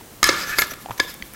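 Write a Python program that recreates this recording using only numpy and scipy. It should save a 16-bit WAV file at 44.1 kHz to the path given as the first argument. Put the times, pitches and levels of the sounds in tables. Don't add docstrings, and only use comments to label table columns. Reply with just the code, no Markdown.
import sys
import numpy as np
from scipy import signal
from scipy.fft import rfft, irfft
from scipy.io import wavfile

SR = 44100
rng = np.random.default_rng(int(sys.argv[2]) if len(sys.argv) > 2 else 0)


def dump_mix(stems):
    frames = np.atleast_2d(stems).T
    limited = np.clip(frames, -1, 1)
    pcm = np.round(limited * 32767).astype(np.int16)
    wavfile.write(sys.argv[1], SR, pcm)


N = 59535


def from_db(db):
    return 10 ** (np.asarray(db) / 20)


def unit_rms(x):
    return x / np.sqrt(np.mean(x ** 2) + 1e-20)


def at_hz(points, hz):
    f, value = np.transpose(points)
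    return np.interp(np.log(np.maximum(hz, 1)), np.log(f), value)


def noise(spectrum):
    hz = np.arange(N // 2 + 1) * SR / N
    return unit_rms(irfft(rfft(rng.standard_normal(N)) * from_db(at_hz(spectrum, hz)), N))


def placed(start_s, sound):
    return np.pad(sound, (max(int(start_s * SR), 0), N))[:N]


def burst(start_s, tau_s, attack_s=0.00013):
    t = np.arange(int(10 * tau_s * SR)) / SR
    return placed(start_s, (1 - np.exp(-t / attack_s)) * np.exp(-t / tau_s))


def struck(start_s, modes, attack_s=0.00005):
    t = np.arange(int(max(t60_s for _, _, t60_s in modes) * SR)) / SR
    ring = sum((-1) ** k * from_db(db) * np.exp(-np.log(1000) * t / t60_s) * np.sin(2 * np.pi * hz * t)
               for k, (hz, db, t60_s) in enumerate(modes))
    return placed(start_s, ring * (1 - np.exp(-t / attack_s)))


def driven(force, modes):
    ring = 0
    for k, (hz, db, t60_s) in enumerate(modes):
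        radius, angle = np.exp(-np.log(1000) / (t60_s * SR)), 2 * np.pi * hz / SR
        feedback = [1, -2 * radius * np.cos(angle), radius * radius]
        ring += (-1) ** k * from_db(db) * signal.lfilter([0, np.sin(angle)], feedback, force)
    return unit_rms(ring)


# f/Hz, relative density/dB
ROOM_TONE_SPECTRUM = [(15, -34), (25, -1), (185, -1.5), (503, -6), (624, -8.5), (1160, -11), (1480, -14.5),
                      (1700, -13), (2110, -15), (2280, -15.5), (3430, -17), (12500, -17.5), (16000, -17.5)]


def room_tone(level_db=-43, side_re_mid_db=-23.5):
    mid = from_db(level_db) * noise(ROOM_TONE_SPECTRUM)
    side = from_db(level_db + side_re_mid_db) * noise(ROOM_TONE_SPECTRUM)
    return np.array([mid + side, mid - side])


# f/Hz, relative level/dB
KITCHEN_SPECTRUM = [(60, 3), (170, 0.5), (330, 0), (550, 0.5), (850, -8), (1300, 2.5), (1720, -4),
                    (2200, -3.5), (3000, 5), (4500, -6), (7500, -0.5), (11000, 1), (16000, -8)]
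# f/Hz, T60/s
KITCHEN_T60 = [(100, 0.59), (400, 0.68), (1500, 0.68), (4000, 0.49), (8000, 0.31), (16000, 0.47)]


def kitchen(send, gain_db=-10, onset_s=0.0052):
    edges_hz = np.geomspace(50, 18000, 13)
    t = np.arange(N) / SR
    white = rng.standard_normal((2, N))
    tail = 0
    for k, (low_hz, high_hz) in enumerate(zip(edges_hz, edges_hz[1:])):
        hz = np.sqrt(low_hz * high_hz)
        bandpass = signal.butter(2, [low_hz, high_hz], "band", fs=SR, output="sos")
        band = signal.sosfilt(bandpass, white[k % 2]) * from_db(at_hz(KITCHEN_SPECTRUM, hz))
        tail += band * np.exp(-np.log(1000) * t / at_hz(KITCHEN_T60, hz))
    tail *= 1 - np.exp(-t / onset_s)
    return from_db(gain_db) * signal.fftconvolve(send, unit_rms(tail) / np.sqrt(N))[:N]


# t/s, level/dB, f/Hz, T60/s
HAND_BUMPS = [(0.229, -28.5, 47, 0.33), (0.59, -29, 63, 0.068), (0.719, -33.5, 257, 0.073),
              (0.9, -29, 114, 0.11), (1.203, -35, 212, 0.082), (1.223, -33, 60, 0.066)]


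def hand_bumps():
    return sum(struck(t_s, [(hz, db, t60_s)]) for t_s, db, hz, t60_s in HAND_BUMPS)


# t/s, knock/dB, tip/dB
STICK_TICKS = [(0.013, -47, -46), (0.67, -50, -27), (0.7352, -33, -34), (1.1415, -43, -25),
               (1.2238, -20, -46), (1.3365, -40, -27.5)]
# f/Hz, relative level/dB, T60/s
SHAFT_MODES = [(2005, 2.5, 0.011), (2340, -1, 0.012), (3200, -3, 0.0089), (4520, -12, 0.021),
               (6230, -12, 0.013)]
# f/Hz, relative level/dB, T60/s
TIP_MODES = [(5900, -10, 0.0041), (8150, -12, 0.0023), (10400, 0, 0.0039), (11950, -2, 0.0052),
             (14600, -1, .005)]


def stick_ticks():
    return sum(from_db(knock_db) * struck(t_s, SHAFT_MODES) + from_db(tip_db) * struck(t_s, TIP_MODES)
               for t_s, knock_db, tip_db in STICK_TICKS)


# t/s, cavity/dB, f/Hz, T60/s, snap/dB
NOODLE_SMACKS = [(0.010, -32.5, 890, 0.018, -37), (0.718, -31, 623, 0.05, -34),
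                 (0.8596, -21, 775, 0.023, -30.5), (0.887, -26, 873, 0.029, -59),
                 (0.8963, -22.5, 775, 0.015, -41), (0.9084, -14.5, 950, .016, -25),
                 (0.9145, -23.5, 1210, 0.014, -30), (1.048, -29, 500, 0.019, -35)]
# f/Hz, relative density/dB
SNAP_SPECTRUM = [(300, -21), (1200, -16), (2000, 6.5), (3200, 5), (4300, -10), (7000, -11), (16000, -36)]


def noodle_smacks(snap_tau_s=0.0016):
    snap = noise(SNAP_SPECTRUM)
    return sum(struck(t_s, [(hz, cavity_db, t60_s)]) + from_db(snap_db) * snap * burst(t_s, snap_tau_s)
               for t_s, cavity_db, hz, t60_s, snap_db in NOODLE_SMACKS)


def stroke_power(centre_s, half_width_s):
    return placed(centre_s - 2 * half_width_s, np.hanning(int(4 * half_width_s * SR)) ** 2)


def grit(spread_db=1, grain_s=0.001):
    grain_index = np.arange(N) / (SR * grain_s)
    flutter = np.interp(grain_index, np.arange(N), rng.standard_normal(N))
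    return unit_rms(from_db(spread_db * flutter))


# centre t/s, half width/s, lid tone/dB, rasp/dB, hiss/dB
SLIDE_STROKES = [(0.272, 0.0092, -33, -24, -30.5), (0.328, 0.04, -28.5, -31, -67),
                 (0.37, 0.013, -53, -39, -45), (0.408, 0.042, -31, -30.5, -41.5),
                 (0.499, 0.029, -30, -33, -36.5), (0.535, 0.016, -25.5, -36, -60),
                 (0.577, 0.024, -36, -34, -39), (0.593, 0.0074, -24, -27.5, -19),
                 (0.606, 0.018, -29.5, -38, -24), (0.628, 0.021, -33.5, -29, -38),
                 (0.687, 0.037, -58, -43, -43.5), (0.716, 0.0082, -38, -41, -36.5),
                 (0.738, 0.0035, -40, -36, -39), (0.82, 0.013, -61, -50, -44),
                 (0.926, 0.021, -58, -52, -48), (0.982, 0.0035, -35, -39, -38),
                 (1.026, 0.03, -48, -39, -43), (1.098, 0.023, -45, -38, -40.5),
                 (1.144, 0.0087, -47, -45, -50), (1.266, 0.015, -53.5, -52, -47.5),
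                 (1.346, 0.0064, -42, -46, -60)]
# f/Hz, relative level/dB, T60/s
SLIDE_MODES = [(1215, -11, 0.018), (1437, -5, 0.026), (1578, -11.5, 0.044), (1734, -3.5, .055),
               (2050, -13, 0.02), (2283, -11, 0.042), (2553, -14, 0.026)]
# f/Hz, relative density/dB
RASP_SPECTRUM = [(200, -2), (1000, -7), (2300, -2.5), (3000, -4.5), (3900, -3), (5000, -5), (5600, -4.5),
                 (6200, -6.5), (7800, -9), (9300, -17), (16000, -20)]
# f/Hz, relative density/dB
HISS_SPECTRUM = [(5000, -14), (7000, -4), (9300, -17.5), (10700, 0), (11700, -1), (12600, 7), (13800, -7),
                 (15600, -10)]
# centre t/s, half width/s, level/dB, f/Hz
TIP_SQUEAKS = [(0.416, 0.027, -32, 4910), (0.485, 0.031, -40, 6210), (0.583, 0.0056, -31, 4930),
               (0.609, 0.0069, -29.5, 6720), (0.715, 0.013, -39, 5870), (0.735, .004, -43.5, 4200),
               (0.985, 0.0081, -43, 6050), (1.092, 0.023, -45, 5040)]


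def tip_slides(slips_per_s=4100, slip_spread_db=3.5, squeak_t60_s=0.017):
    slips = (rng.random(N) < slips_per_s / SR) * rng.standard_normal(N)
    slips *= from_db(slip_spread_db * rng.standard_normal(N))
    lid_tone = driven(slips, SLIDE_MODES)
    rasp = noise(RASP_SPECTRUM) * grit()
    hiss = noise(HISS_SPECTRUM) * grit()
    layer_power = sum(from_db(levels_db)[:, None] ** 2 * stroke_power(t_s, half_s)
                      for t_s, half_s, *levels_db in SLIDE_STROKES)
    scrapes = (np.array([lid_tone, rasp, hiss]) * np.sqrt(layer_power)).sum(axis=0)
    squeaks = sum(from_db(db) * np.sqrt(stroke_power(t_s, half_s)) * driven(slips, [(hz, 0, squeak_t60_s)])
                  for t_s, half_s, db, hz in TIP_SQUEAKS)
    return scrapes + squeaks


def at_spot(modes, spot_hz, boost_db=7, width_oct=0.19, spread_db=2.5):
    scatter_db = spread_db * rng.standard_normal(len(modes))
    return [(hz, db + offset_db + boost_db * np.exp(-(np.log2(hz / spot_hz) / width_oct) ** 2), t60_s)
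            for (hz, db, t60_s), offset_db in zip(modes, scatter_db)]


# t/s, ring/dB, ring spot/Hz, clink/dB, clink spot/Hz, clank/dB, clank/Hz,
# thud/dB, crack/dB, sizzle/dB, room send/dB, rim/dB
LID_BLOWS = [(0.2296, -12.5, 2000, -6.5, 6900, -0.5, 1232, -20, -10.5, -5, -1, -6),
             (0.2411, -10, 1700, -9, 5160, -18, 1300, -38, -18, -4.5, 4.5, -10.5),
             (0.2897, -18, 1740, -11.5, 5240, -6, 1280, -3.5, -20, -37, -4.5, -28),
             (0.293, -14.5, 2250, -15, 5200, -8, 1330, -12.5, -15, -31, -4, -22),
             (0.5855, -19.5, 1400, -13.5, 4900, -12, 1264, -14, -20, -12.5, -3, -39),
             (0.59, -14.5, 2100, -18.5, 4900, -18, 1320, -26, -35, -40, -25, -30),
             (0.6192, -9.5, 1860, -17.5, 6900, -18, 1390, -30, -14.5, -16.5, -8.5, -21.5),
             (0.9961, -25.5, 2140, -44, 3240, -16.5, 1020, -36, -47, -55, -5, -40),
             (0.9990, -32, 2320, -14, 3470, -18, 1016, -14, -19, -43, -6, -48),
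             (0.9996, -15, 1700, -14.5, 4360, -15, 2240, -13.5, -16.5, -26, -10, -38)]
# f/Hz, relative level/dB, T60/s
LID_MODES = [(1057, -10.5, 0.022), (1213, -8.5, 0.029), (1280, -5, 0.019), (1385, -10, 0.07),
             (1700, -3, 0.048), (1765, -4.5, 0.021), (2140, -0.5, 0.031), (2284, -8.5, 0.016),
             (2600, -19.5, 0.038)]
# f/Hz, relative level/dB, T60/s
CLINK_MODES = [(3220, -11, 0.011), (3574, -7, 0.024), (3895, -10, 0.032), (4120, -11, 0.039),
               (4540, -3.5, 0.017), (4970, -10.5, 0.031), (5180, -9, 0.03), (5314, -6, 0.016),
               (6170, -4, 0.0096), (6680, -7, 0.011), (7200, -8, 0.011), (8120, -18, 0.011)]
# f/Hz, relative level/dB, T60/s
THUD_MODES = [(308, -5, 0.023), (391, -4, 0.026), (531, -5.5, 0.035), (650, -13.5, 0.013)]
# f/Hz, relative level/dB, T60/s
RIM_MODES = [(1156, -23.5, 1.0), (1315, -33, 0.57), (1385, -19, 0.64), (1728, -17, 0.5), (1840, -40, 1),
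             (2170, -45, .35), (2545, -45, 0.94)]
# f/Hz, relative density/dB
CRACK_SPECTRUM = [(100, -11), (700, -9.5), (1200, 2), (2300, -2), (3050, -1), (3650, -1.5), (5100, 0.5),
                  (5700, -6), (7200, -9), (8800, -16), (16000, -26)]
# f/Hz, relative density/dB
SIZZLE_SPECTRUM = [(5000, -6), (8000, 0), (9200, -8.5), (10500, 1), (13000, -7), (14200, -14), (16000, -26)]


def lid_clacks(crack_tau_s=0.0035, sizzle_tau_s=0.0013, clank_t60_s=0.017):
    crack_noise, sizzle_noise = noise(CRACK_SPECTRUM), noise(SIZZLE_SPECTRUM)
    direct = send = rim_impulses = 0
    for (t_s, ring_db, ring_hz, clink_db, clink_hz, clank_db, clank_hz,
         thud_db, crack_db, sizzle_db, send_db, rim_db) in LID_BLOWS:
        ring = from_db(ring_db) * struck(t_s, at_spot(LID_MODES, ring_hz))
        clink = from_db(clink_db) * struck(t_s, at_spot(CLINK_MODES, clink_hz))
        clank = struck(t_s, [(clank_hz, clank_db, clank_t60_s)])
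        thud = from_db(thud_db) * struck(t_s, THUD_MODES, attack_s=0.0004)
        crack = from_db(crack_db) * crack_noise * burst(t_s, crack_tau_s)
        sizzle = from_db(sizzle_db) * sizzle_noise * burst(t_s, sizzle_tau_s)
        blow = ring + clink - clank + thud + crack + sizzle
        direct += blow
        send += from_db(send_db) * blow
        rim_impulses += placed(t_s, [from_db(rim_db)])
    rim = signal.fftconvolve(rim_impulses, struck(0, RIM_MODES))[:N]
    return direct + rim, send


def scene(soft_send_db=-8):
    clacks, clack_send = lid_clacks()
    soft_sounds = tip_slides() + noodle_smacks() + stick_ticks() + hand_bumps()
    reverb = kitchen(clack_send + from_db(soft_send_db) * soft_sounds)
    return clacks + soft_sounds + reverb + room_tone()


def record(dry, ceiling=1.01, cutoff_hz=15900):
    lowpass = signal.ellip(12, 0.1, 90, cutoff_hz, fs=SR, output="sos")
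    return signal.sosfilt(lowpass, ceiling * np.tanh(dry / ceiling))


dry = scene()
out = record(dry)
dump_mix(out)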